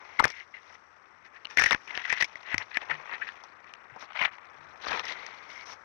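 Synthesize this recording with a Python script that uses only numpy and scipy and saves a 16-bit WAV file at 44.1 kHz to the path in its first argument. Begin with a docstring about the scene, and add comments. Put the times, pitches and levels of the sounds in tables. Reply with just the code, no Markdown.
"""An animal brushes through dry leaves and against a small boxed camera in a wood at night.
Snaps and scrapes from 0.19 s, a lull, the densest contact from 1.25 to 3.3 s, then looser strokes to the end.
Grit noise rings the sound port near 2 kHz; short bursts make the snaps, and the loudest overload the preamplifier.
Soft low bumps come through the mount; under all lie hush, a hum near 84 Hz and a faint high whine.
Only the left channel is wired."""
import sys
import numpy as np
from scipy import signal
from scipy.io import wavfile
from scipy.ndimage import uniform_filter1d

SR = 44100
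rng = np.random.default_rng(int(sys.argv[2]) if len(sys.argv) > 2 else 0)


def master_out(mix):
    """Clip the mix to full scale and print it as 16-bit PCM to the path in sys.argv[1]."""
    frames = np.transpose(np.atleast_2d(mix))
    ceiling = np.clip(frames, -1, 1)
    pcm = np.round(ceiling * 32767).astype(np.int16)
    wavfile.write(sys.argv[1], SR, pcm)


N = 257544

# Source levels hold per input, ahead of the sum in record().
# Strokes. Each row: start in seconds, length in seconds, scrape level at the start in dB, swell by the end
# in dB, crush above the scrape in dB, fizz above the scrape in dB.
STROKES = [(0.237, 0.058, -33, -18, 1, -17.5), (0.301, 0.12, -48, 1.5, -17, -17.5),
           (0.541, 0.047, -45.5, -8.5, -14, -27), (0.602, 0.15, -68, 10.5, 2, -6),
           (1.249, 0.013, -55.5, 2, -8, -12), (1.35, 0.021, -44.5, -10, -23, -21),
           (1.502, 0.042, -49.5, -6.5, 0.5, -4.5), (1.575, 0.12, -33.5, -3, -13, -7),
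           (1.713, 0.029, -33, -2.5, 2, -22), (1.879, 0.12, -47, 5.5, -4, -16),
           (2.007, 0.13, -47, 16, -9.5, -17), (2.169, 0.014, -30.5, -1, -17.5, -19.5),
           (2.204, 0.0037, -29.5, 2, -8, -11), (2.44, 0.1, -54, 20, -6.5, -24),
           (2.591, 0.027, -45.5, 5, -3, -15.5), (2.714, 0.048, -48, 10, -15, -23.5),
           (2.808, 0.025, -50, 4, 2, -16), (2.898, 0.054, -33.5, -14.5, -0.5, -22.5),
           (3.075, 0.074, -51, 14, -5, -32), (3.217, 0.008, -36.5, 2.5, -29, -37),
           (3.27, 0.013, -45, 8, -33, -24.5), (3.669, 0.032, -52.5, -6, -12, -19),
           (3.995, 0.043, -65, 3.5, 14, 7), (4.104, 0.01, -56, -9, 11.5, -29),
           (4.147, 0.11, -45, 15.5, 0.5, -23.5), (4.318, 0.054, -58.5, 0.5, 1, -13.5),
           (4.814, 0.085, -56.5, 13.5, 6, -5.5), (4.908, 0.097, -41, -8, 9.5, -7.5),
           (5.036, 0.088, -45.5, 6.5, -4, -12.5), (5.494, 0.14, -50.5, -1, -3, -8.5),
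           (5.658, 0.076, -61, 4, 9, 5.5)]
# Faint stir of fur and leaves between strokes. Each row: time in seconds, ringing scrape level in dB,
# dull leaf crush level in dB, fine fizz level in dB.
STIR = [(0, -60.5, -53, -70.5), (.18, -53.5, -54, -65.5), (.45, -76, -66.5, -73.5), (1.3, -68, -65.5, -79),
        (1.8, -66, -59.5, -65), (2.6, -60, -54, -68), (2.7, -74, -58, -69), (2.95, -60, -48, -67),
        (3.33, -60, -53.5, -68), (3.55, -68, -61.5, -78), (4.3, -59.5, -58, -78.5),
        (4.78, -85, -55.5, -69.5), (5.15, -47.5, -48, -63), (5.45, -55, -54, -67.5), (5.84, -69, -66, -74)]
# How the fur lies on the port. Each row: time in seconds, shift of the ring as a factor,
# grit from 0 (smooth fur) to 1 (brittle leaves), rasp level in dB, low weight of the crush in dB.
CONTACT = [(.3, 1.055, 0.27, -4, -11.5), (1.6, 0.94, 0.52, -6.5, -8), (2.1, 1.017, 0.51, 0.5, -15),
           (3.3, 0.94, 0.53, 0, -12), (4.03, 0.97, 0.6, -1.5, -11), (4.15, 1.14, 0.67, 6.5, -37),
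           (4.3, 0.95, 1, -1, -20), (4.88, 0.8, 0.4, 7, -9), (5.1, 1.03, 0.23, 2, -11),
           (5.84, 1.15, 0.22, -6.5, -13.5)]
# Port resonances, main ring first, then two side rings. Each row: frequency in Hz, width in Hz, gain in dB.
PORT_RINGS = [(1950, 330, 0), (1500, 500, -4), (2600, 700, -2)]
# Spectrum of crushed leaves. Each row: frequency in Hz, relative density in dB per Hz.
CRUSH_SPECTRUM = [(300, -38.5), (620, 1), (1000, 5.5), (2500, -1), (4000, -56)]
# Spectrum of fizz and snap ticks. Each row: frequency in Hz, relative density in dB per Hz.
FIZZ_SPECTRUM = [(2500, -12), (3300, -9), (4700, -7), (5650, 0), (6150, -6), (7200, -30), (15500, -41)]
# Snaps. Each row: time in seconds, ring peak in dB, ring frequency in Hz, tick level above that peak in dB
# (tick as rms over 7 ms), burst decay length in seconds.
SNAPS = [(0.189, -17.5, 2070, -35, 0.012), (0.195, -8.5, 1210, -35, 0.0053),
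         (0.2001, -10.5, 944, -48, 0.003), (0.225, -24, 970, -30, 0.0011),
         (0.2405, -8.5, 1785, -27, 0.0039), (0.247, -13, 1850, -46, 0.0024),
         (0.253, -13, 1190, -21.5, 0.001), (0.279, -39, 1980, -6, 0.0022), (0.289, -43.5, 2000, -10, 0.002),
         (0.3015, -32, 1900, -12, 0.0026), (0.318, -46.5, 2300, -6.5, 0.0016),
         (1.448, -38, 2430, -24, 0.0011), (1.453, -27, 2760, -39.5, 0.0014),
         (1.47, -33, 2380, -28, 0.00074), (1.5711, -10.5, 1850, -35, 0.0026), (1.58, -13, 2180, -39, 0.011),
         (1.591, -16, 1670, -24, 0.0029), (1.595, -16, 1580, -17, 0.0045), (1.613, -19, 1650, -18, 0.002),
         (1.62, -10.5, 1630, -40, 0.0014), (1.6377, -13, 1820, -18, 0.0027),
         (1.659, -11, 1850, -32, 0.0054), (1.709, -13, 2890, -30.5, 0.00089),
         (1.719, -15, 2060, -21, 0.005), (1.729, -15, 2230, -22.5, 0.001), (1.746, -14, 1830, -32, 0.0016),
         (1.875, -35, 2240, -23, 0.0035), (1.951, -28.5, 2700, -25, 0.0021),
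         (1.975, -19, 1900, -24.5, 0.00084), (2.095, -26, 2350, -23, 0.0073),
         (2.099, -38, 2230, -6, 0.0028), (2.126, -13, 1920, -28, 0.0022), (2.137, -32, 1800, -25, 0.0017),
         (2.223, -13, 1940, -22, 0.0033), (2.243, -24.5, 2240, -14, 0.0043),
         (2.355, -29.5, 2000, -29.5, 0.0025), (2.543, -14, 1795, -36, 0.0016),
         (2.5803, -17.5, 2000, -18.5, 0.0013), (2.77, -13, 1840, -34.5, 0.0024),
         (2.91, -20, 1770, -45, 0.0054), (3.436, -39.5, 990, -14, 0.0057),
         (3.737, -34, 2960, -20.5, 0.00078), (3.96, -36.5, 910, -29.5, 0.0062),
         (4.132, -40, 3000, -27, 0.00056), (4.19, -22, 2290, -35, 0.006), (4.212, -20, 2020, -31, 0.007),
         (4.234, -23, 2240, -32, 0.0038), (4.25, -23.5, 1960, -48, 0.0074), (4.868, -22, 1080, -43, 0.0011),
         (4.995, -23.5, 2350, -19, 0.00082), (5.053, -42, 1320, -2.5, 0.002),
         (5.081, -33.5, 2970, -12.5, 0.0048), (5.264, -34.5, 1870, -12.5, 0.0015)]
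# Low bumps through the mount. Each row: start in seconds, peak in dB, frequency in Hz, time scale in seconds.
BUMPS = [(.24, -36, 128, 0.013), (2.53, -49, 101, 0.043), (2.544, -27, 310, 0.002),
         (2.9, -53.5, 151, 0.055), (3.92, -57, 123, 0.014), (4.557, -67.5, 145, 0.099),
         (4.865, -58, 59.8, 0.03)]
# Spectrum of the hush. Each row: frequency in Hz, relative density in dB per Hz.
HUSH_SPECTRUM = [(25, -34.5), (81, -7), (141, -12.5), (702, -6.5), (1250, 2.5), (2120, -6.5), (3060, -41.5),
                 (5740, -49.5), (7270, -40.5), (16000, -77)]
# Level of the hush. Each row: time in seconds, level in dB.
HUSH_LEVEL = [(0, -62), (1, -61), (3, -58.5), (5.84, -55.5)]
# Level of the hum. Each row: time in seconds, level in dB.
HUM_LEVEL = [(0, -80.5), (4.4, -94), (4.6, -76), (5.84, -81)]

ATTACK_DB_PER_S, RELEASE_DB_PER_S = 2301, 849
WANDER_FACTOR, WANDER_S = .07, .008  # drift of the ring, scaled by the grit
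RASP_FOLLOWS_SCRAPE = 0.39  # rasp level lies between fizz (0) and scrape (1)
WHINE_HZ, WHINE_DB = 7800, -102
LIMIT = .36  # amplitude scale of the preamplifier overload
EDGE_HZ = 15900


def rubbing():
    """Fur and leaves drag past: grit rings the port, crushes leaves and fizzes."""
    scraping, crushing, fizzing = pressure()
    when_s, *contact = np.transpose(CONTACT)
    shift, harsh, rasp_db, weight_db = (np.interp(np.arange(N) / SR, when_s, c) for c in contact)
    rasping = amp(rasp_db) * fizzing * (scraping / fizzing) ** RASP_FOLLOWS_SCRAPE

    drift, rasp_drift = (evened(smoothed(z, WANDER_S)) for z in rng.standard_normal((2, N)))
    shift = shift * (1 + WANDER_FACTOR * harsh * drift)

    # partly shared grit ties the four layers together
    shared = grit(harsh, 4000, spread_db=1.0, clump_db=9.0, clump_s=0.0043)

    def driven(level):
        """Shared and private grit at the given level."""
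        private = grit(harsh, 8000, spread_db=-2.5, clump_db=10.0, clump_s=0.0085)
        return (0.67 * shared + 0.63 * private) * level

    ring, crush, fizz, rasp = (driven(level) for level in (scraping, crushing, fizzing, rasping))

    main, *sides = (amp(db) * resonate(ring, hz * shift, width_hz) for hz, width_hz, db in PORT_RINGS)
    out = main - harsh * sum(sides)  # smooth fur whistles in one band, brittle leaves spread wider
    out += resonate(rasp, 3400 + 550 * rasp_drift, 1800)  # stiff edges rasp above the ring at a drifting pitch
    out += resonate(crush * amp(weight_db), np.full(N, 480.), 330)  # heavier leaning adds low weight
    out = signal.lfilter(*signal.butter(4, 6000, fs=SR), out)  # dulls the resonances only
    out += signal.oaconvolve(crush, kernel(CRUSH_SPECTRUM))[:N]
    return out + signal.oaconvolve(fizz, kernel(FIZZ_SPECTRUM))[:N]


def pressure():
    """Levels of scrape, crush and fizz: every stroke sets in fast, swells or fades, and lets go."""
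    t = np.arange(N) / SR
    when_s, *stir_db = np.transpose(STIR)
    power = np.array([amp(np.interp(t, when_s, db)) ** 2 for db in stir_db])
    for start_s, length_s, db, swell_db, crush_db, fizz_db in STROKES:
        first = max(round((start_s - .1) * SR), 0)
        near = slice(first, round((start_s + length_s + .25) * SR))
        u = t[near] - start_s
        attack_db = ATTACK_DB_PER_S * np.minimum(u, 0)
        release_db = -RELEASE_DB_PER_S * np.maximum(u - length_s, 0)
        shape = amp(db + swell_db * np.clip(u / length_s, 0, 1) + attack_db + release_db)
        power[:, near] += (shape * amp([[0], [crush_db], [fizz_db]])) ** 2
    return np.sqrt(power)


def grit(harsh, per_s, spread_db, clump_db, clump_s):
    """Clicks that come in clumps; the harsher the contact, the more uneven."""
    clicks = rng.standard_normal(N) * (rng.random(N) < per_s / SR)
    sizes_db = spread_db * np.minimum(rng.exponential(1, N), 4)
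    clumps_db = clump_db * evened(smoothed(rng.standard_normal(N), clump_s))
    x = clicks * amp(harsh * (sizes_db + clumps_db))
    return x / np.sqrt(uniform_filter1d(x ** 2, 2500) + 1e-12)  # holds the slow rms at 1


def snaps():
    """Each snap is a short noise burst that rings one main pitch and a lower one, with a sharp tick."""
    t = np.arange(1500) / SR
    noise = rng.standard_normal((len(SNAPS), 2, len(t)))
    tick_taps = kernel(FIZZ_SPECTRUM)
    size = len(tick_taps)
    out = np.zeros(N + 8000)
    for (start_s, db, hz, tick_db, length_s), (ring_noise, tick_noise) in zip(SNAPS, noise):
        rise = np.minimum(t / (0.26 * length_s), 1)
        burst = rise * np.exp(-(t / length_s) ** 0.88)
        # the shorter the snap, the wider its ring
        modes = mode(hz, 120 + .5 / length_s, size) + .5 * mode(hz * 0.62, 637, size)
        ring = np.convolve(ring_noise * burst, modes)
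        tick = np.convolve(tick_noise * burst, tick_taps)
        tick *= np.sqrt(.007 * SR) / np.linalg.norm(tick)  # rms 1 over 7 ms
        at = round(start_s * SR)
        out[at:at + len(ring)] += amp(db) * (ring / abs(ring).max() + amp(tick_db) * tick)
    return out[:N]


def bumps():
    """The mount sways at a low pitch that swells and dies."""
    t = np.arange(N) / SR
    out = np.zeros(N)
    for start_s, db, hz, length_s in BUMPS:
        u = np.maximum(t - start_s, 0) / length_s
        envelope = np.e * 2 * u * np.exp(-2 * u)  # peaks at 1
        out += amp(db) * envelope * np.sin(2 * np.pi * hz * (t - start_s))
    return out


def night():
    """Hush of the wood and the electronics as shaped noise; hum and whine as narrow noise bands."""
    t = np.arange(N) / SR
    hush = signal.oaconvolve(rng.standard_normal(N + 8192), kernel(HUSH_SPECTRUM, size=8192), "valid")[:N]
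    hush *= amp(np.interp(t, *np.transpose(HUSH_LEVEL)))
    hum = resonate(rng.standard_normal(N), np.full(N, 84.), 21)
    hum *= amp(np.interp(t, *np.transpose(HUM_LEVEL)))
    whine = amp(WHINE_DB) * resonate(rng.standard_normal(N), np.full(N, float(WHINE_HZ)), 110)
    return hush + hum + whine


def resonate(x, hz, width_hz):
    """Shifts the curve hz down to zero, smooths twice, and shifts back; noise keeps its rms."""
    turn = np.exp(2j * np.pi * np.cumsum(hz) / SR)
    r = np.exp(-np.pi * width_hz / SR)
    gain = np.sqrt(2 * (1 - r * r) ** 3 / (1 + r * r))
    return gain * (turn * signal.lfilter([1], [1, -2 * r, r * r], x / turn)).real


def mode(hz, width_hz, size):
    """A dying sine that swells over its first cycle."""
    t = np.arange(size) / SR
    swell = np.sin(np.pi / 2 * np.minimum(t * hz, 1)) ** 2
    return swell * np.exp(-np.pi * width_hz * t) * np.sin(2 * np.pi * hz * t)


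def kernel(points, size=2048):
    """Causal minimum-phase filter of energy 1 from a (Hz, dB) spectrum that falls away beyond its ends."""
    f, db = np.transpose(points)
    hz = abs(np.fft.fftfreq(size, 1 / SR)) + 1
    edge_hz, edge_db = np.r_[1, f, SR], np.r_[-90, db, db[-1] - 30]
    log_gain = np.log(amp(np.interp(np.log(hz), np.log(edge_hz), edge_db)))
    taps = np.fft.ifft(np.exp(np.conj(signal.hilbert(log_gain)))).real
    return taps / np.linalg.norm(taps)


def smoothed(x, length_s):
    """Two running means of the given length."""
    width = max(int(length_s * SR), 2)
    return uniform_filter1d(uniform_filter1d(x, width), width)


def evened(x):
    """Scaled to rms 1."""
    return x / np.sqrt(np.mean(x ** 2) + 1e-20)


def amp(db):
    """Gain from dB."""
    return 10 ** (np.asarray(db) / 20)


def scene():
    """All sources reach the one microphone, which feeds two equal inputs."""
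    sound = rubbing() + snaps() + bumps() + night()
    return np.array([sound, sound])


def record(dry):
    """Both inputs are summed into the left channel, which clips a little one-sidedly; then the band limit."""
    left = dry.sum(0) / LIMIT
    left = left / (1 + abs(left) ** 16) ** (1 / 16)
    left = LIMIT * (left - .1 * abs(left) ** 4)  # lopsided gain gives loud snaps a thud and extra treble
    left = signal.lfilter(*signal.butter(2, 28, "high", fs=SR), left)
    left = signal.oaconvolve(left, signal.firwin(511, EDGE_HZ, window=("kaiser", 9), fs=SR), "same")
    return np.array([left, 0 * left])


dry = scene()
out = record(dry)
master_out(out)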